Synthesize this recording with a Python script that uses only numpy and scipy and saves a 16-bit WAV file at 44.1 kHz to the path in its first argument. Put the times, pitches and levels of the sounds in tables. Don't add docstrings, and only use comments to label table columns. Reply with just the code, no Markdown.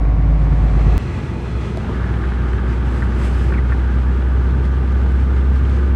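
import sys
import numpy as np
from scipy import signal
from scipy.fft import rfft, irfft
from scipy.io import wavfile
from scipy.ndimage import uniform_filter1d

SR = 44100
rng = np.random.default_rng(int(sys.argv[2]) if len(sys.argv) > 2 else 0)


def digitize_waveform(pressure):
    field = np.atleast_2d(pressure).T
    bounded = np.clip(field, -1, 1)
    quanta = np.round(bounded * 32767).astype(np.int16)
    wavfile.write(sys.argv[1], SR, quanta)


N = 262395
TIME = np.arange(N) / SR
CUT_S = 0.9797
THROTTLE_S, THROTTLE_RISE_S, LOAD_BUILD_S = 1.757, 0.16, 1.97

CYLINDER_KNOCK_DB = [-4.5, -8, -6.5, -4.5, -13, -6.5]
# pitch in Hz, width in Hz, level in dB.
FITTING_RESONANCES = [(1170, 130, -4), (1500, 440, 0), (1760, 130, -1), (2164, 200, -24)]


def undb(db):
    return 10 ** (np.asarray(db) / 20)


def unit(x):
    return x / np.sqrt(np.mean(x ** 2))


def noise():
    return rng.standard_normal(N)


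def drift(rate):
    hold = int(SR / rate)
    steps = np.repeat(rng.standard_normal(N // hold + 1), hold)[:N]
    return unit(uniform_filter1d(uniform_filter1d(steps, hold), hold))


def burst(start, decay):
    age = TIME - start
    return (age >= 0) * np.exp(-np.abs(age) / decay)


def swell(peak_s, half_length_s):
    return np.exp(-.5 * ((TIME - peak_s) / half_length_s) ** 2)


def dull(x, top_hz):
    return signal.sosfilt(signal.ellip(8, .2, 70, top_hz, fs=SR, output="sos"), x)


def colour(x, points):
    hz, db = np.transpose(points)
    size = 8192
    grid_hz = np.maximum(np.fft.rfftfreq(size, 1 / SR), 1)
    gain = undb(np.interp(np.log(grid_hz), np.log(hz), db))
    cepstrum = irfft(np.log(gain))
    cepstrum[1:size // 2] *= 2
    cepstrum[size // 2 + 1:] = 0
    response = irfft(np.exp(rfft(cepstrum)))
    return unit(irfft(rfft(x, N) * rfft(response, N), N))


def ring(x, modes):
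    out = 0
    for hz, width, db in modes:
        b, a = signal.iirpeak(hz, hz / width / 1.27, fs=SR)
        out = out + undb(db) * signal.lfilter(b, a, signal.lfilter(b, a, x))
    return out


def shake(force, modes):
    contacts = noise()
    return ring(contacts * force, modes) / np.std(ring(contacts, modes))


def strike(blows, modes):
    force = np.zeros(N)
    for start, db, decay in blows:
        gaps_s = rng.uniform(.0025, .006, 8)
        age = np.append(0, np.cumsum(gaps_s))
        force[((start + age) * SR).astype(int)] += undb(db) * np.exp(-age / decay)
    one_hit = ring(signal.unit_impulse(SR // 10), modes)
    return ring(force, modes) / np.abs(one_hit).max()


def effort(coasting_db, opened_db, loaded_db, lag_s=0):
    age = np.maximum(TIME - THROTTLE_S - lag_s, 0)
    throttle = np.minimum(age / THROTTLE_RISE_S, 1)
    load = 1 - np.exp(-age / LOAD_BUILD_S)
    return coasting_db + (opened_db - coasting_db) * throttle + (loaded_db - opened_db) * load


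def churn(firings, repeat):
    size = 4096
    place = np.floor(firings / len(CYLINDER_KNOCK_DB) * size).astype(int) % size
    return np.sqrt(repeat) * rng.standard_normal(size)[place] + np.sqrt(1 - repeat) * noise()


def wind():
    # frequency in Hz, level in dB.
    hiss_curve = [(800, -7.5), (2000, 11.5), (3400, 1), (4500, -3), (6200, -7), (7000, -10.5),
                  (8000, -10.5), (9500, -15.5), (11500, -40), (14000, -21.5)]
    hiss = colour(noise(), hiss_curve)
    return hiss * undb(effort(-44.5, -45.5, -48.5) + 0.45 * drift(2.2) + 1.18 * drift(24.99))


def tyres(firings):
    # frequency in Hz, level in dB.
    rumble_curve = [(16, -46), (26, -36.5), (35, -8.5), (46, -11), (70, 0), (112, 1.5), (160, -5),
                    (230, -9), (280, -15.5), (360, -10), (450, -17), (600, -23), (850, -24.5),
                    (1100, -27.5), (3000, -62.5)]
    rumble = colour(churn(firings, repeat=0.055), rumble_curve)
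    rough_patch_db = 2 * swell(peak_s=3.28, half_length_s=0.28)
    return rumble * undb(effort(-23, -23, -24) + rough_patch_db + .5 * drift(14))


def passing_cars():
    # loudest moment in seconds, half length in seconds, level in dB.
    passes = [(2.97, 0.075, -45.5), (3.245, 0.05, -38), (3.43, 0.075, -42.5)]
    # frequency in Hz, level in dB.
    swish_curve = [(500, -6), (1500, 7.5), (2700, 5), (4400, -6), (5200, -4), (5700, -11), (6400, -7),
                   (6950, -13), (7600, -5.5), (8400, -10.5), (9200, -11), (10700, -21), (11400, -14),
                   (12000, -23)]
    # pitch in Hz, width in Hz, level in dB.
    hiss_resonances = [(1160, 120, 6), (1950, 120, 2), (2615, 170, 0.5), (3040, 200, -8), (4080, 340, -10),
                       (6000, 900, -18), (7310, 420, -21)]
    nearness = sum(undb(db) * swell(peak, half_length) for peak, half_length, db in passes)
    oncoming = colour(noise(), swish_curve) * nearness * undb(drift(40.2))
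    hiss = unit(ring(noise(), hiss_resonances))
    return oncoming + hiss * undb(-43.5) * swell(peak_s=0.99, half_length_s=0.21)


def dry_ticks():
    # start in seconds, click level in dB, click decay in seconds, note level in dB.
    ticks = [(1.773, -24.5, 0.001, -19), (4.653, -33.5, .008, -42), (4.920, -37, 0.012, -52),
             (4.990, -41, .015, -54), (5.120, -35, .002, -49), (5.160, -38.5, .005, -55),
             (5.365, -37, 0.002, -45), (5.555, -40, .008, -52), (5.697, -35, 0.007, -47),
             (5.765, -39, .006, -52)]
    # pitch in Hz, width in Hz, level in dB.
    click_resonances = [(2000, 1500, 0), (3800, 1800, 1), (6200, 2500, -10), (9000, 1200, -11)]
    clicks = strike([tick[:3] for tick in ticks], click_resonances)
    notes = sum(undb(db) * burst(start, 0.0051) * np.sin(2 * np.pi * 660 * (TIME - start))
                for start, _, _, db in ticks)
    return clicks + notes


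def trim_squeaks():
    # start in seconds, length in seconds, starting pitch in Hz, level in dB.
    rubs = [(3.534, .026, 2580, -39.5), (3.570, .032, 2180, -36.5)]
    fall_hz_per_s = 8200
    out = 0
    for start, length, start_hz, db in rubs:
        age = np.clip(TIME - start, 0, length)
        hz = (start_hz - fall_hz_per_s * age) * (1 + .06 * drift(600))
        tone = np.sqrt(2) * np.sin(2 * np.pi * np.cumsum(hz) / SR)
        pressure = np.sin(np.pi * age / length)
        out = out + tone * pressure * undb(db + 2.3 * drift(200))
    return out


def loose_fitting():
    # start in seconds, strength in dB, bounce decay in seconds.
    clacks = [(1.947, -27.5, .002), (2.042, -21.5, .003), (2.140, -21.5, .002), (2.239, -21.5, .002),
              (2.320, -26.5, .003), (2.336, -25.5, .002), (2.533, -21.5, .002), (3.022, -15.5, .009),
              (3.120, -24.5, .004), (3.215, -20, .004), (3.231, -24.5, .005), (3.379, -25, .003),
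              (3.523, -18, .006), (3.540, -20.5, .005), (3.698, -24, .009), (3.7215, -15.5, .008)]
    blunt = signal.butter(3, 2300, fs=SR, output="sos")
    return signal.sosfilt(blunt, strike(clacks, FITTING_RESONANCES))


def bumps():
    # start in seconds, level in dB, decay in seconds.
    jolts = [(0.940, -24, 0.038), (1.888, -20, 0.028), (3.596, -26, 0.029), (3.701, -25, 0.026)]
    # pitch in Hz, width in Hz, level in dB.
    panel_resonances = [(119, 98, -8), (210, 135, 0), (380, 50, 3), (924, 120, -11.5), (1490, 180, -19)]
    force = sum(undb(db) * burst(start, decay) for start, db, decay in jolts)
    return shake(force, panel_resonances)


def engine_whine():
    # pitch in Hz, width in Hz, level in dB.
    bay_resonances = [(873, 44, 7.5), (1258, 73, 7), (1658, 32, 6), (1985, 62, 1), (2475, 120, -3),
                      (2636, 61, -5), (3395, 54, -4), (4140, 110, -9.5), (6130, 380, -21.5),
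                      (7400, 300, -21.5), (8150, 400, -28)]
    whine = sum(ring(noise(), [mode]) * undb(2.0 * drift(5.9)) for mode in bay_resonances)
    return unit(whine) * undb(effort(-44, -49, -56.5))


def clatter(firings, scatter_db, decay, steady, repeat):
    index = np.floor(firings).astype(int)
    chance = rng.standard_normal(1024)[index % 1024]
    cylinder_db = np.array(CYLINDER_KNOCK_DB)[index % len(CYLINDER_KNOCK_DB)]
    blows = undb(cylinder_db + scatter_db * chance) * np.exp(-(firings % 1) / decay)
    return churn(firings, repeat) * (steady + blows)


def dashboard_buzz(firings):
    # pitch in Hz, width in Hz, level in dB.
    dash_resonances = [(822, 62, -4), (915, 50, -2.5), (1208, 120, -1), (1411, 55, -1), (1505, 55, -2.5),
                       (1571, 51, 2), (1681, 80, -2), (2156, 110, -9.5)]
    load_change_db = [-1, -0.5, -1, -0.5, 5.5, -1, -1, -8.5]
    shaking = clatter(firings, scatter_db=2.5, decay=0.29, steady=0.32, repeat=0.28)
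    buzz = sum(ring(shaking, [mode]) * undb(effort(0, 0, db))
               for mode, db in zip(dash_resonances, load_change_db))
    return unit(buzz) * undb(effort(-50, -37, -39.5))


def engine_knock(firings):
    strength = undb(effort(-57, -37, -46.5) + 2.5 * drift(23.0))
    pulse = np.exp(-(firings % len(CYLINDER_KNOCK_DB)) / 0.26)
    return shake(strength * pulse, FITTING_RESONANCES)


def engine_hum(firings, tones, waver):
    cycle = 2 * np.pi * firings / len(CYLINDER_KNOCK_DB)
    out = 0
    for multiple, db in tones:
        angle = multiple * cycle + 2 * np.pi * rng.random()
        tone = (1 + waver * drift(7)) * np.cos(angle) + waver * drift(7) * np.sin(angle)
        out = out + undb(db) * tone
    return np.sqrt(2) * out


def cruising_engine():
    # multiple of the engine cycle, level in dB.
    hum_tones = [(12, -44), (14, -32), (15, -30.5), (16, -25), (18, -25.5), (20, -42.5), (22, -40),
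                 (24, -44.5), (26, -47.5), (28, -48), (30, -41.5), (32, -36.5), (34, -47.5), (51, -52),
                 (57, -51.5), (68, -59), (84, -41), (92, -58), (113, -61), (123, -53), (129, -48),
                 (159, -65)]
    # frequency in Hz, level in dB.
    clatter_curve = [(25, -34.5), (45, 0), (75, 3.5), (105, 2), (150, -10), (230, -12.5), (400, -19.5),
                     (600, -19.5), (780, -21.5), (1100, -26), (1500, -29.5), (2300, -34), (3000, -44.5),
                     (5000, -52.5), (8000, -62.5), (12000, -70.5)]
    firing_hz, hum_fall_db_per_s, fade_s = 52.8, 3.5, .004
    firings = firing_hz * (TIME - CUT_S)
    boom = np.sqrt(2) * np.cos(2 * np.pi * firings - np.pi / 6) * undb(-13.0 + 0.4 * drift(7.5))
    shaking = clatter(firings, scatter_db=-5.0, decay=0.26, steady=1.2, repeat=0.41)
    block = colour(shaking, clatter_curve) * undb(-21.0)
    hum = engine_hum(firings, hum_tones, waver=0.28) * undb(0.4 - hum_fall_db_per_s * TIME)
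    return boom + (hum + block) * np.clip((CUT_S - TIME) / fade_s, 0, 1)


def pulling_firings():
    # time in seconds, firings per second.
    revs = [(0, 61.5), (1.5, 61.8), (2.2, 61.05), (2.6, 61.13), (3, 61.58), (3.5, 62.29), (4, 63.12),
            (4.5, 64.08), (5, 65.15), (5.5, 66.23), (5.85, 66.95)]
    times, firing_hz = np.transpose(revs)
    firings = np.cumsum(np.interp(TIME, times, firing_hz)) / SR
    return firings - np.interp(2.139, TIME, firings)


def pulling_engine(firings):
    # multiple of the engine cycle, level in dB.
    hum_tones = [(8, -45.5), (9, -40.5), (10, -44), (14, -48), (15, -43.5), (16, -40), (18, -40),
                 (19, -44.5), (21, -39), (22, -45), (24, -39), (27, -49.5), (28, -48), (30, -46.5),
                 (32, -43), (35, -51), (38, -48), (42, -49), (44, -51.5), (47, -53), (52, -57), (93, -57.5),
                 (108, -56.5)]
    # frequency in Hz, level in dB.
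    block_curve = [(300, -19.5), (680, -8), (860, 0), (1000, -11.5), (1200, 0.5), (1380, 2.5), (1580, -1.5),
                   (1750, -9), (1900, -4.5), (2200, -11), (2700, -11), (3200, -11.5), (5000, -30),
                   (10000, -74)]
    full_boom_db = -12.5
    boom_db = effort(-27.5, -19, full_boom_db, lag_s=0.079)
    waver_db = effort(3, 0.35, 0.35) * drift(11)
    boom = np.sqrt(2) * np.cos(2 * np.pi * (firings + 0.11)) * undb(boom_db + waver_db)
    octave = engine_hum(firings, [(12, 0)], waver=0.17) * undb(effort(-35.5, -41.5, -34))
    hum = engine_hum(firings, hum_tones, waver=0.19) * undb(0.38 * (boom_db - full_boom_db) + 0.7)
    shaking = clatter(firings, scatter_db=5.0, decay=0.42, steady=1.0, repeat=.3)
    block = colour(shaking, block_curve) * undb(effort(-43.5, -39.5, -43.5))
    return boom + octave + hum + block + dashboard_buzz(firings) + engine_knock(firings) + engine_whine()


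def scene():
    top_hz = 11900
    first = dull(cruising_engine(), top_hz) * (TIME < CUT_S)
    firings = pulling_firings()
    fade_in = np.interp(TIME, (0.12, 0.92), (0, 1))
    driving = (pulling_engine(firings) + tyres(firings) + wind()) * fade_in
    events = passing_cars() + loose_fitting() + bumps() + trim_squeaks() + dry_ticks()
    second = dull(driving + events, top_hz)
    return (first + second)[None]


def record(dry):
    return dull(dry, top_hz=16000)


dry = scene()
out = record(dry)
digitize_waveform(out)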